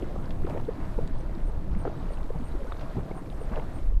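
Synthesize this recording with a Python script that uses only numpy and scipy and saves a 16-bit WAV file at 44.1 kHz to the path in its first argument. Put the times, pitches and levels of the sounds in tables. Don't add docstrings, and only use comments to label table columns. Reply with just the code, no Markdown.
import sys
import numpy as np
from scipy import signal
from scipy.fft import rfft, irfft
from scipy.io import wavfile
from scipy.ndimage import uniform_filter1d

SR = 44100
rng = np.random.default_rng(int(sys.argv[2]) if len(sys.argv) > 2 else 0)


def persist_wave(psi):
    counts = np.round(np.clip(psi, -1, 1) * 32767).astype(np.int16)
    wavfile.write(sys.argv[1], SR, np.atleast_2d(counts).T)


N = 176400


def undb(db):
    return 10 ** (np.asarray(db) / 20)


def unit(x):
    return x / np.sqrt(np.mean(x ** 2) + 1e-20)


def curve(rows):
    return undb(np.interp(np.arange(N) / SR, *np.array(rows).T))


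def colour(x, spectrum):
    hz, db = np.array(spectrum).T
    f = np.maximum(np.fft.rfftfreq(N, 1 / SR), 1)
    gain = undb(np.interp(np.log(f), np.log(hz), db))
    low_cut = np.minimum(f / hz[0], 1) ** 2
    return unit(irfft(rfft(x) * gain * low_cut, N))


def band(x, hz, width_oct):
    f = np.maximum(np.fft.rfftfreq(len(x), 1 / SR), 1)
    return irfft(rfft(x) * np.exp(-.5 * (np.log2(f / hz) / width_oct) ** 2), len(x))


def drift(rate_hz):
    hold = int(SR / rate_hz)
    steps = np.repeat(rng.standard_normal(N // hold + 1), hold)
    return unit(uniform_filter1d(steps, hold)[:N])


def rumble(spectrum):
    noise = colour(rng.standard_normal(N), spectrum)
    return noise / np.sqrt(uniform_filter1d(noise ** 2, size=4400) + 1e-9)


def add(out, x, start_s):
    i = int(round(start_s * SR))
    lo, hi = max(i, 0), min(i + len(x), N)
    if hi > lo:
        out[lo:hi] += x[lo - i:hi - i]


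def hiss():
    # time_s, relative_db
    levels = [(0,-75),(.62,-73.5),(.73,-76.5),(.92,-72),(1.18,-79.5),(1.38,-74),(1.5,-77),(1.93,-80.5),(2.12,-73),(2.92,-73),(3.02,-75.5),(3.2,-73.5),(3.86,-73),(4,-88)]
    # freq_hz, gain_db
    spectrum = [(3500,-11),(5000,-1.5),(8000,2.5),(10500,0),(13500,-1.5)]
    return undb(5) * curve(levels) * colour(rng.standard_normal(N), spectrum)


def wash():
    # freq_hz, gain_db
    spectrum = [(100,-0.5),(300,-5.5),(480,-2),(650,2),(800,-3),(1000,-5),(1400,-9),(2000,-17.5),(3000,-23.5),(4300,-27),(5800,-34),(9000,-44.5)]
    swell_db = 1.25 * drift(rate_hz=3.24)
    out = np.zeros(N)
    for octave in range(8):
        noise = band(rng.standard_normal(N), 125 * 2 ** octave, width_oct=.5)
        flicker_db = 1.96 * drift(rate_hz=25) / (1 + (octave / 5) ** 4)
        out += noise * undb(swell_db + flicker_db)
    return colour(out, spectrum)


def whistles():
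    # start_s, length_s, pitch_hz, rise_hz_per_s, level_db
    notes = [(1.91,0.075,3790,1500,-67),(2.508,0.026,3930,0,-60.5),(2.667,0.031,1392,5000,-48.5)]
    out = np.zeros(N)
    for start_s, length_s, pitch_hz, rise_hz_per_s, level_db in notes:
        t = np.arange(int(length_s * SR)) / SR
        tone = np.sin(2 * np.pi * (pitch_hz + .5 * rise_hz_per_s * t) * t)
        add(out, undb(level_db) * np.sin(np.pi * t / length_s) * tone, start_s)
    return out


def bird():
    # start_s, level_db, top_hz
    chirps = [(.14,-71,8050),(.19,-69,8900),(.47,-67,8100),(.84,-69,8200),(1.162,-61,8900),(1.447,-59,8950),(1.774,-56,8900),(1.955,-68,8250),(2.098,-56,8900),(2.355,-70,8700),(2.434,-55.5,8900),(2.68,-69,8500),(2.97,-70,8100),
              (3.143,-57,8900),(3.29,-66,9050),(3.32,-68,8100),(3.393,-55,8920),(3.73,-55,8870)]
    length_s, arch_hz, sag_hz_per_s = 0.0686, 300, 1300
    trill_hz, sweep_hz, scatter_hz, scatter_db = 107.5, 560, 70, 1.5
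    out, t = np.zeros(N), np.arange(int(length_s * SR)) / SR
    arch = np.sin(np.pi * t / length_s)
    for (start_s, level_db, top_hz), phase in zip(chirps, rng.random(len(chirps))):
        trill_cycles = phase + trill_hz * t
        syllable = np.sin(np.pi * trill_cycles) ** 2
        higher, louder = rng.standard_normal((32, 2))[trill_cycles.astype(int)].T
        contour_hz = top_hz - arch_hz * (1 - arch) - sag_hz_per_s * t
        pitch_hz = contour_hz - sweep_hz * (1 - syllable) + scatter_hz * higher
        tone = np.sin(2 * np.pi * np.cumsum(pitch_hz) / SR)
        add(out, undb(level_db + scatter_db * louder) * arch * syllable * tone, start_s)
    return out


def wind():
    # time_s, relative_db
    gusts = [(0,-34.5),(.2,-34),(.42,-29.5),(.6,-32.5),(.68,-29.5),(.75,-40),(.88,-32.5),(1.12,-26.5),(1.25,-35.5),(1.42,-28),(1.5,-28),(1.56,-29.5),(1.62,-32),(1.69,-30),(1.77,-28),(1.95,-37.5),(2.1,-31),(2.6,-33),(3.25,-39.5),(3.45,-33.5),(3.54,-31),(3.76,-37),(3.9,-21.5),(4,-28.5)]
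    # freq_hz, gain_db
    spectrum = [(12,10.5),(20,3.5),(30,3.5),(42,-2.5),(60,-5),(85,-20),(130,-31.5),(250,-49),(600,-84)]
    buffeting = curve(gusts) * rumble(spectrum)
    eddy_db = 1.6 * drift(rate_hz=17)
    return buffeting * undb(3 + eddy_db)


def churn():
    # time_s, level_db
    levels = [(0,-37),(.62,-36),(.72,-40.5),(.85,-37.5),(1.5,-40.5),(1.76,-36.5),(1.95,-36),(2.28,-46.5),(2.4,-38.5),(2.72,-52.5),(2.85,-39.5),(2.92,-47),(3.0,-34.5),(3.1,-41.5),(3.45,-42),(3.56,-36.5),(3.8,-41.5),(4,-53)]
    # freq_hz, gain_db
    spectrum = [(40,-56),(70,2),(110,0.5),(170,-0.5),(240,-9.5),(340,-10),(500,-24),(1000,-57.5)]
    churning = curve(levels) * rumble(spectrum)
    surge_db = 1.5 * drift(rate_hz=22)
    return churning * undb(surge_db)


def bubble(pitch_hz, decay_cycles, phase):
    swell_ratio, glide_per_cycle = 0.98, 0.02
    half = int(5 * decay_cycles / pitch_hz * SR)
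    cycles = np.arange(-half, half + 1) * pitch_hz / SR
    width_cycles = decay_cycles * np.where(cycles < 0, swell_ratio, 1)
    envelope = np.exp(-np.abs(cycles / width_cycles) ** 1.4 / 2 ** .5)
    ring = np.cos(2 * np.pi * (cycles + .5 * glide_per_cycle * cycles ** 2 + phase))
    return envelope * ring, envelope, half / SR


def swarm(per_s, low_hz, high_hz, spread_db):
    out = np.zeros(N)
    for when, smallness, chance, ringing, phase in rng.random((int(per_s * N / SR), 5)):
        pitch_hz = low_hz * (high_hz / low_hz) ** smallness
        wave, _, lead_s = bubble(pitch_hz, .5 + ringing, phase)
        boost_db = -spread_db * np.log(max(chance, .02))
        add(out, wave * undb(boost_db) * (low_hz / pitch_hz) ** .5, when * N / SR - lead_s)
    return unit(out)


def simmering_pool():
    # time_s, gain_db
    levels = [(0,1.5),(.6,-1),(.75,0.5),(1.15,-1),(1.5,0),(2.2,0.5),(2.85,2),(3.1,0),(3.8,1.5),(3.93,-4.5),(4,-10.5)]
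    rush = undb(-47.5) * wash()
    simmer = undb(-49) * swarm(per_s=170, low_hz=230, high_hz=1380, spread_db=1)
    fizz = undb(-65.5) * swarm(per_s=160, low_hz=1334, high_hz=6100, spread_db=1)
    return curve(levels) * (rush + simmer + fizz)


def drops():
    # time_s, relative_db, centre_hz, width_oct, decay_s
    ticks = [(0.023,-47.5,2290,0.28,.004),(.257,-52,4400,.2,0.0022),(0.3072,-41,2250,0.66,0.0032),(.4515,-46,2190,0.34,0.0028),(.466,-50,2700,0.48,.003),(0.497,-49,2400,0.93,.004),(.506,-51,2330,0.17,0.009),(0.574,-45,2100,0.4,0.0045),(0.651,-52,3800,0.18,0.0027),
             (1.076,-44,2300,0.76,0.0022),(1.0765,-53,7500,.2,.002),(1.21,-56,5800,0.18,.002),(1.296,-47.5,1700,.4,.003),(1.351,-50,4270,.2,.002),(1.751,-46,1990,0.3,0.0028),
             (1.852,-35,1130,0.43,0.0047),(2.136,-53,3480,0.34,0.0049),(2.174,-49.5,2720,0.13,.004),(2.231,-50,2400,0.56,.003),(2.7213,-35,1300,0.61,.0015),(2.724,-44.5,3440,0.085,0.0033),(2.795,-47,3400,0.29,.0025),(2.81,-52,3000,0.63,0.011),
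             (3.111,-35,810,0.33,0.0041),(3.114,-44,2220,0.13,0.0028),(3.301,-48,3100,.3,0.0032),(3.559,-37.5,2100,.55,0.0027),(3.596,-44.5,2300,.3,0.0033)]
    attack_s = 0.00075
    out, t = np.zeros(N), np.arange(2048) / SR
    for time_s, relative_db, centre_hz, width_oct, decay_s in ticks:
        envelope = np.minimum(t / attack_s, 1) * np.exp(-t / decay_s)
        tick = unit(envelope * band(rng.standard_normal(len(t)), centre_hz, width_oct))
        envelope_rms = np.sqrt(np.mean(envelope ** 2))
        add(out, undb(relative_db + 0.5) * envelope_rms * tick, time_s - .001)
    return out


def gushes():
    # start_s, length_s, relative_db
    spells = [(0.467,0.14,-42),(1.85,0.053,-42.5),(2.342,0.039,-49.5),(2.965,0.034,-44),(3.513,0.089,-41.5)]
    # freq_hz, gain_db
    spectrum = [(110,-11),(300,2.5),(550,2),(850,-1),(1400,-12),(2500,-21),(4500,-34),(8000,-44),(13000,-44)]
    clicks_per_s, edge_s = 2200, 0.0072
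    clicks = (rng.random(N) < clicks_per_s / SR) * rng.standard_normal(N)
    froth = colour(clicks, spectrum)
    gurgle = swarm(per_s=700, low_hz=376, high_hz=1410, spread_db=5)
    envelope, t = np.zeros(N), np.arange(N) / SR
    for start_s, length_s, relative_db in spells:
        inside_s = np.minimum(t - start_s, start_s + length_s - t)
        envelope += undb(relative_db - 0.5) * np.clip(inside_s / edge_s + .5, 0, 1)
    return envelope * (froth + gurgle)


def plops():
    # peak_s, pitch_hz, relative_db, decay_cycles
    bursts = [(0.0252,410,-26,0.96),(0.032,318,-23.5,1.1),(.162,450,-22.5,0.41),(.164,1160,-37,1),(0.188,200,-26.5,0.84),(.45,364,-21,0.87),(0.4728,480,-34,0.87),(.479,495,-27,0.83),(.49,910,-38,2.2),(.4985,705,-37,1.3),(.506,600,-30,1.3),(0.529,183,-25.5,0.76),(.535,640,-35,1.4),(0.55,524,-27,0.88),(.5627,546,-29,1.3),(0.5747,470,-21,0.43),(.581,900,-39,2),
              (0.683,306,-26.5,0.78),(0.6909,459,-18,1.6),(.79,280,-30.5,1.5),(0.981,238,-21.5,0.46),(0.989,884,-31.5,2),(0.9904,467,-19,1.24),(1.11,236,-25,0.5),(1.16,1040,-38,1.6),(1.296,630,-32.5,0.78),(1.357,330,-30.5,1.04),(1.377,232,-29,0.88),(1.5555,700,-40,0.9),(1.769,196,-24.5,1.32),
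              (1.8535,660,-18,0.51),(1.8575,540,-23.5,1.2),(1.863,430,-27,1),
              (1.869,333,-22.5,0.58),(1.8767,1330,-33.5,3.1),(1.8791,393,-20,0.93),(1.928,660,-33.5,1.3),(2.1071,563,-27.5,0.85),(2.131,510,-30.5,0.85),
              (2.3063,470,-22,0.88),(2.361,850,-30.5,0.67),(2.361,363,-34,0.48),(2.362,148,-25.5,1.04),(2.403,244,-29.5,1),(2.426,259,-32,1.7),(2.554,342,-29.5,1.3),
              (2.607,556,-33.5,2.4),(2.618,495,-30.5,1.1),(2.625,428,-31,0.5),(2.63,200,-34,1.35),(2.6525,505,-32,2),(2.7225,1110,-24,0.8),(2.7233,456,-30.5,0.6),(2.737,73,-27.5,0.47),(2.842,293,-34,1),
              (2.969,258,-26.5,0.99),(2.974,115,-21.5,0.68),(2.9748,357,-27,1),(2.9846,410,-26,1.1),(2.987,160,-21,0.78),
              (3.11,165,-28,0.49),(3.115,417,-24,0.62),(3.166,259,-29.5,0.69),(3.27,296,-33.5,1.2),(3.331,690,-35.5,1.3),(3.417,438,-29,0.71),(3.5186,198,-26,0.83),(3.534,710,-39,0.63),(3.5693,580,-33,3.2),(3.576,1520,-37,1.8),(3.5893,450,-31,2.8),(3.601,850,-29,.8),(3.924,437,-34,0.76)]
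    out = np.zeros(N)
    for (peak_s, pitch_hz, relative_db, decay_cycles), phase in zip(bursts, rng.random(len(bursts))):
        wave, envelope, lead_s = bubble(pitch_hz, decay_cycles, phase)
        noise = unit(band(rng.standard_normal(len(wave)), 2 * pitch_hz, width_oct=0.78))
        splash = undb(-35) * envelope * noise
        add(out, undb(relative_db - 1.5) * (wave + splash), peak_s - lead_s)
    return out


def scene():
    rumbles = wind() + churn()
    events = plops() + drops() + bird() + whistles()
    return (rumbles + events + simmering_pool() + gushes() + hiss())[None]


def record(dry):
    cutoff_hz = 13550
    return signal.sosfilt(signal.ellip(10, .2, 70, cutoff_hz, fs=SR, output="sos"), dry)


dry = scene()
out = record(dry)
persist_wave(out)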